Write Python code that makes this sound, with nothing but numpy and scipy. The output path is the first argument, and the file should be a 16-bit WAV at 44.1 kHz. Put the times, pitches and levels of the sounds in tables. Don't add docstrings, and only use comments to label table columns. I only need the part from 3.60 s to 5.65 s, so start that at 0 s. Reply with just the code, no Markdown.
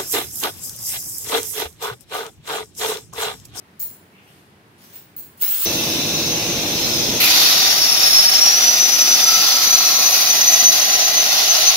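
import sys
import numpy as np
from scipy import signal
from scipy.fft import rfft, irfft
from scipy.io import wavfile

SR = 44100
rng = np.random.default_rng(int(sys.argv[2]) if len(sys.argv) > 2 else 0)


def how_loud(loudness_db):
    steps = np.asarray(loudness_db, float) / 20
    return 10 ** steps


def put_to_file(sound):
    columns = np.atleast_2d(sound).T
    safe = np.clip(columns, -1, 1)
    whole_steps = np.round(safe * 32767)
    wavfile.write(sys.argv[1], SR, whole_steps.astype(np.int16))


N = 90581

# start in seconds, ring level in dB, base pitch of one coin in Hz,
# base pitch of the other in Hz, crack level in dB.
CLINKS = [(.195, -32, 15390, 15060, -24.5), (.199, -27.5, 15100, 15060, -22.5),
          (.204, -25, 15700, 15005, -31), (0.212, -23, 15400, 15060, -21.5), (.224, -27, 15400, 14950, -39),
          (1.565, -26.5, 15500, 15225, -30), (1.578, -44, 15600, 15225, -29.5),
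          (1.595, -38, 15600, 15075, -28), (1.775, -54, 15300, 14950, -34.5),
          (1.794, -55, 15300, 14700, -39), (1.801, -49, 15500, 14900, -24),
          (1.812, -18.5, 15300, 15100, -25), (1.821, -13, 15600, 15100, -15),
          (1.843, -20, 15555, 15390, -37), (1.883, -19, 15500, 15105, -15.5),
          (1.902, -21, 15554, 15100, -20), (1.944, -25, 15900, 15217, -15),
          (1.998, -22.5, 15500, 15005, -15), (2.018, -31, 15600, 15100, -21)]
# pitch as a ratio to the base pitch (ratio 2 is too high for
# the sample rate and folds down to about 13 kHz), level in dB, time to fall by 60 dB in seconds.
SMALL_COIN = [(1.0, -2.5, 0.11), (1.004, 0.5, 0.099), (2, -32, 0.04), (1.3, -37, .05), (0.665, -17, .05)]
# start in seconds, level in dB.
CLANKS = [(1.878, -43), (1.900, -21), (1.922, -31), (1.958, -23), (1.990, -21), (2.016, -26)]
# pitch in Hz, level in dB, time to fall by 60 dB in seconds.
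LARGE_COIN = [(13870, -6, .2), (13925, -8, .2), (13778, -11, .2), (13534, -15, .2), (14702, -11, .15),
              (7903, -10, .3), (8200, -18, .1), (9889, -19, .2)]
# frequency in Hz, relative level in dB.
CRACK_COLOUR = [(1500, -19), (3600, -24), (4300, -4), (5300, -11.5), (6300, -6.5), (9000, -1.5),
                (12000, -1), (14000, 5), (16000, 6.5)]
# time in seconds, clatter level in dB,
# drive of the ringing over the clatter in dB.
STIR = [(0, -79, -3), (.55, -71.5, -3), (.68, -59, -18), (.8, -57.5, -19), (.86, -74, -30),
        (1.12, -77, -14), (1.2, -53.5, -15), (1.33, -53, 3), (1.352, -51, 13), (1.37, -56.5, 8),
        (1.42, -86, 5), (1.47, -77, -4), (1.768, -65.5, -20), (1.776, -53, 0), (1.803, -49, -2),
        (1.812, -27.5, 3), (1.818, -30.5, -8), (1.9, -34.5, 15.5), (2.06, -31.5, 8)]
# frequency in Hz, relative level in dB.
CLATTER_COLOUR = [(250, -33), (500, -11), (1100, -5.5), (2000, 0.5), (4000, 2), (7000, -2), (10000, 0.5),
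                  (13000, 2.5), (16000, -0.5)]
# pitch in Hz, level in dB.
STACKS = [(2400, -21), (2778, -30), (3600, -7), (4409, 2), (5346, -8), (6083, 6), (6298, 6), (8662, -16),
          (9049, -21), (10282, -12), (11090, -10), (12550, -9)]
# time in seconds, level in dB, centre frequency in Hz.
SCRAPE = [(.52, -59, 2407), (.59, -55, 2616), (.635, -69, 2300), (.65, -68, 2800), (.68, -57.5, 2920),
          (.76, -84, 2880)]
# frequency in Hz, time to fall by 60 dB in seconds.
ROOM_DECAY = [(500, 0.42), (2000, 0.46), (5000, 0.49), (10000, 0.49), (15500, 0.29)]
# frequency in Hz, relative level in dB.
HUM_COLOUR = [(25, -34), (50, -17.5), (72, -10.5), (90, 1.5), (125, -2), (190, 0.5), (240, -4), (400, -5),
              (520, -11.5), (960, -11), (2050, -14), (3000, -18.5), (4500, -23), (7100, -30), (11000, -28),
              (16000, -33)]
# frequency in Hz, left-right correlation from -1 to 1.
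HUM_LIKENESS = [(60, 0.93), (200, 0.93), (400, 0.81), (700, 0.63), (1200, -0.42), (2500, 0.15),
                (8000, -0.14)]

CRACK_FADE_S = 0.0041
TICKS_PER_S, TICK_SPREAD_DB = 1500, 7
HEAP_LOW_HZ, HEAP_HIGH_HZ, HEAP_T60_S = 15100, 15670, 0.032
STACK_T60_S = 0.069
BUZZ_LOW_HZ, BUZZ_HIGH_HZ, BUZZ_T60_S, BUZZ_SHARE = 1000, 14500, 0.025, 0.4
SCRAPE_WIDTH_HZ = 900
CROSSFADE_S = 0.05
DIRECT_DB, ROOM_DB, LEFT_OVER_RIGHT_DB = -6, 2, 1
HUM_DB = -52.5
EDGE_HZ = 15800


def read(points, hz):
    f, value = np.transpose(points)
    return np.interp(np.log(hz + 1), np.log(f + 1), value)


def curve(points, column):
    p = np.transpose(points)
    return np.interp(np.arange(N) / SR, p[0], p[column])


def evened(x):
    return x / np.sqrt(np.mean(x ** 2) + 1e-20)


def add(mix, s, sound):
    part = mix[round(s * SR):][:len(sound)]
    part += sound[:len(part)]


def colour(x, points):
    gain = how_loud(read(points, np.fft.rfftfreq(N + 2048, 1 / SR)))
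    spectrum = rfft(np.pad(x, (0, 2048)))
    return irfft(spectrum * evened(gain))[:N]


def ring(modes, turns):
    t = np.arange(SR // 2) / SR
    return sum(how_loud(db - 60 * t / t60) * np.sin(2 * np.pi * (hz * t + turn))
               for (hz, db, t60), turn in zip(modes, turns))


def unit_tap(hz, t60):
    tap = ring([(hz, 0, t60)], [0])
    return tap / np.linalg.norm(tap)


def clinks():
    tones, cracks = np.zeros(N), np.zeros(N)
    turns = 0.094 * rng.random((len(CLINKS), 2, len(SMALL_COIN)))
    noise = rng.standard_normal((len(CLINKS), 1024))
    crack_fade = np.exp(-np.arange(1024) / SR / CRACK_FADE_S)
    for (s, db, one, other, crack_db), pair_turns, puff in zip(CLINKS, turns, noise):
        for hz, coin_turns in zip((one, other), pair_turns):
            modes = [(hz * ratio, level, t60) for ratio, level, t60 in SMALL_COIN]
            add(tones, s, how_loud(db) * ring(modes, coin_turns))
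        add(cracks, s, how_loud(crack_db) * puff * crack_fade)
    for (s, db), coin_turns in zip(CLANKS, rng.random((len(CLANKS), len(LARGE_COIN)))):
        add(tones, s, how_loud(db) * ring(LARGE_COIN, coin_turns))
    return tones + colour(buzz(cracks), CRACK_COLOUR)


def heap(count=40):
    tick_size = how_loud(TICK_SPREAD_DB * np.minimum(rng.exponential(1, N), 4))
    ticks = tick_size * (rng.random(N) < TICKS_PER_S / SR)
    ticks = evened(ticks * rng.choice([-1., 1.], N))
    stir_db = curve(STIR, column=1)
    ticks = ticks * how_loud(stir_db)

    which = rng.integers(0, count, N)
    driven = ticks * how_loud(curve(STIR, column=2))
    pitches = np.linspace(HEAP_LOW_HZ, HEAP_HIGH_HZ, count) + rng.uniform(-8, 4.1, count)
    rung = np.zeros(N)
    for k, hz in enumerate(pitches):
        rung += signal.oaconvolve(driven * (which == k), unit_tap(hz, HEAP_T60_S))[:N]

    hard = ticks * how_loud(stir_db - stir_db.max())
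    for k, (hz, db) in enumerate(STACKS):
        rung += how_loud(db) * signal.oaconvolve(hard * (which == k), unit_tap(hz, STACK_T60_S))[:N]
    return colour(buzz(ticks), CLATTER_COLOUR) + rung


def buzz(x, count=48):
    which = np.repeat(rng.integers(0, count, (3, N // 88 + 1)), 88, axis=1)[:, :N]
    pitches = np.geomspace(BUZZ_LOW_HZ, BUZZ_HIGH_HZ, count) * rng.uniform(0.96, 1.02, count)
    rung = np.zeros(N)
    for k, hz in enumerate(pitches):
        tap = ring([(hz, 0, BUZZ_T60_S)], [0])[:SR // 8]
        tap = tap * np.sqrt(hz / pitches.mean()) / np.linalg.norm(tap)
        rung += signal.oaconvolve(x * (which == k).any(0), tap)[:N]
    return np.sqrt(1 - BUZZ_SHARE) * x + np.sqrt(BUZZ_SHARE / 3) * rung


def scrape():
    r, t = np.exp(-np.pi * SCRAPE_WIDTH_HZ / SR), np.arange(N) / SR
    noise = rng.standard_normal(N) + 1j * rng.standard_normal(N)
    slow = signal.lfilter([1], [1, -2 * r, r * r], noise)
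    turning = np.exp(2j * np.pi * np.cumsum(curve(SCRAPE, column=2)) / SR)
    band = (slow * turning).real
    sounding = (t > SCRAPE[0][0]) * (t < SCRAPE[-1][0])
    return how_loud(curve(SCRAPE, column=1)) * evened(band) * sounding


def room(x, count=3):
    onset = np.minimum(np.arange(SR // 2) / SR / 0.0022, 1)
    taps = rng.standard_normal((count, 2, SR // 2)) * onset
    hz, t, z = signal.stft(taps, SR, nperseg=256)
    dying = how_loud(-60 * t / read(ROOM_DECAY, hz)[:, None])
    tail = signal.istft(z * dying, SR, nperseg=256)[1]
    tail = tail / np.linalg.norm(tail[0, 0])
    steps = np.arange(N) / SR / CROSSFADE_S + np.arange(count)[:, None]
    blend = np.sqrt(2 / count) * np.cos(np.pi * steps / count)
    return signal.fftconvolve((x * blend)[:, None], tail, axes=2).sum(0)[:, :N]


def hum():
    hz = np.fft.rfftfreq(N, 1 / SR)
    a, b = rfft(rng.standard_normal((2, N)))
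    same = np.clip(read(HUM_LIKENESS, hz), -1, 1)
    pair = np.array([a, same * a + np.sqrt(1 - same ** 2) * b])
    both = irfft(pair * how_loud(read(HUM_COLOUR, hz)), N)
    return how_loud(HUM_DB) * both / np.sqrt(np.mean(both.mean(0) ** 2))


def scene():
    coins = clinks() + heap() + scrape()
    direct = np.array([np.pad(coins, (12, 0))[:N], coins])
    balance = how_loud(np.array([[LEFT_OVER_RIGHT_DB / 2], [-LEFT_OVER_RIGHT_DB / 2]]))
    return (how_loud(DIRECT_DB) * direct + how_loud(ROOM_DB) * room(coins)) * balance + hum()


def top_cut(x):
    return signal.sosfilt(signal.butter(12, 16380, fs=SR, output="sos"), x)


def record(dry):
    edge = signal.firwin(511, EDGE_HZ, window=("kaiser", 9), fs=SR)
    mix = signal.oaconvolve(dry, edge[None], "same")
    return top_cut(mix)


dry = scene()
out = record(dry)
put_to_file(out)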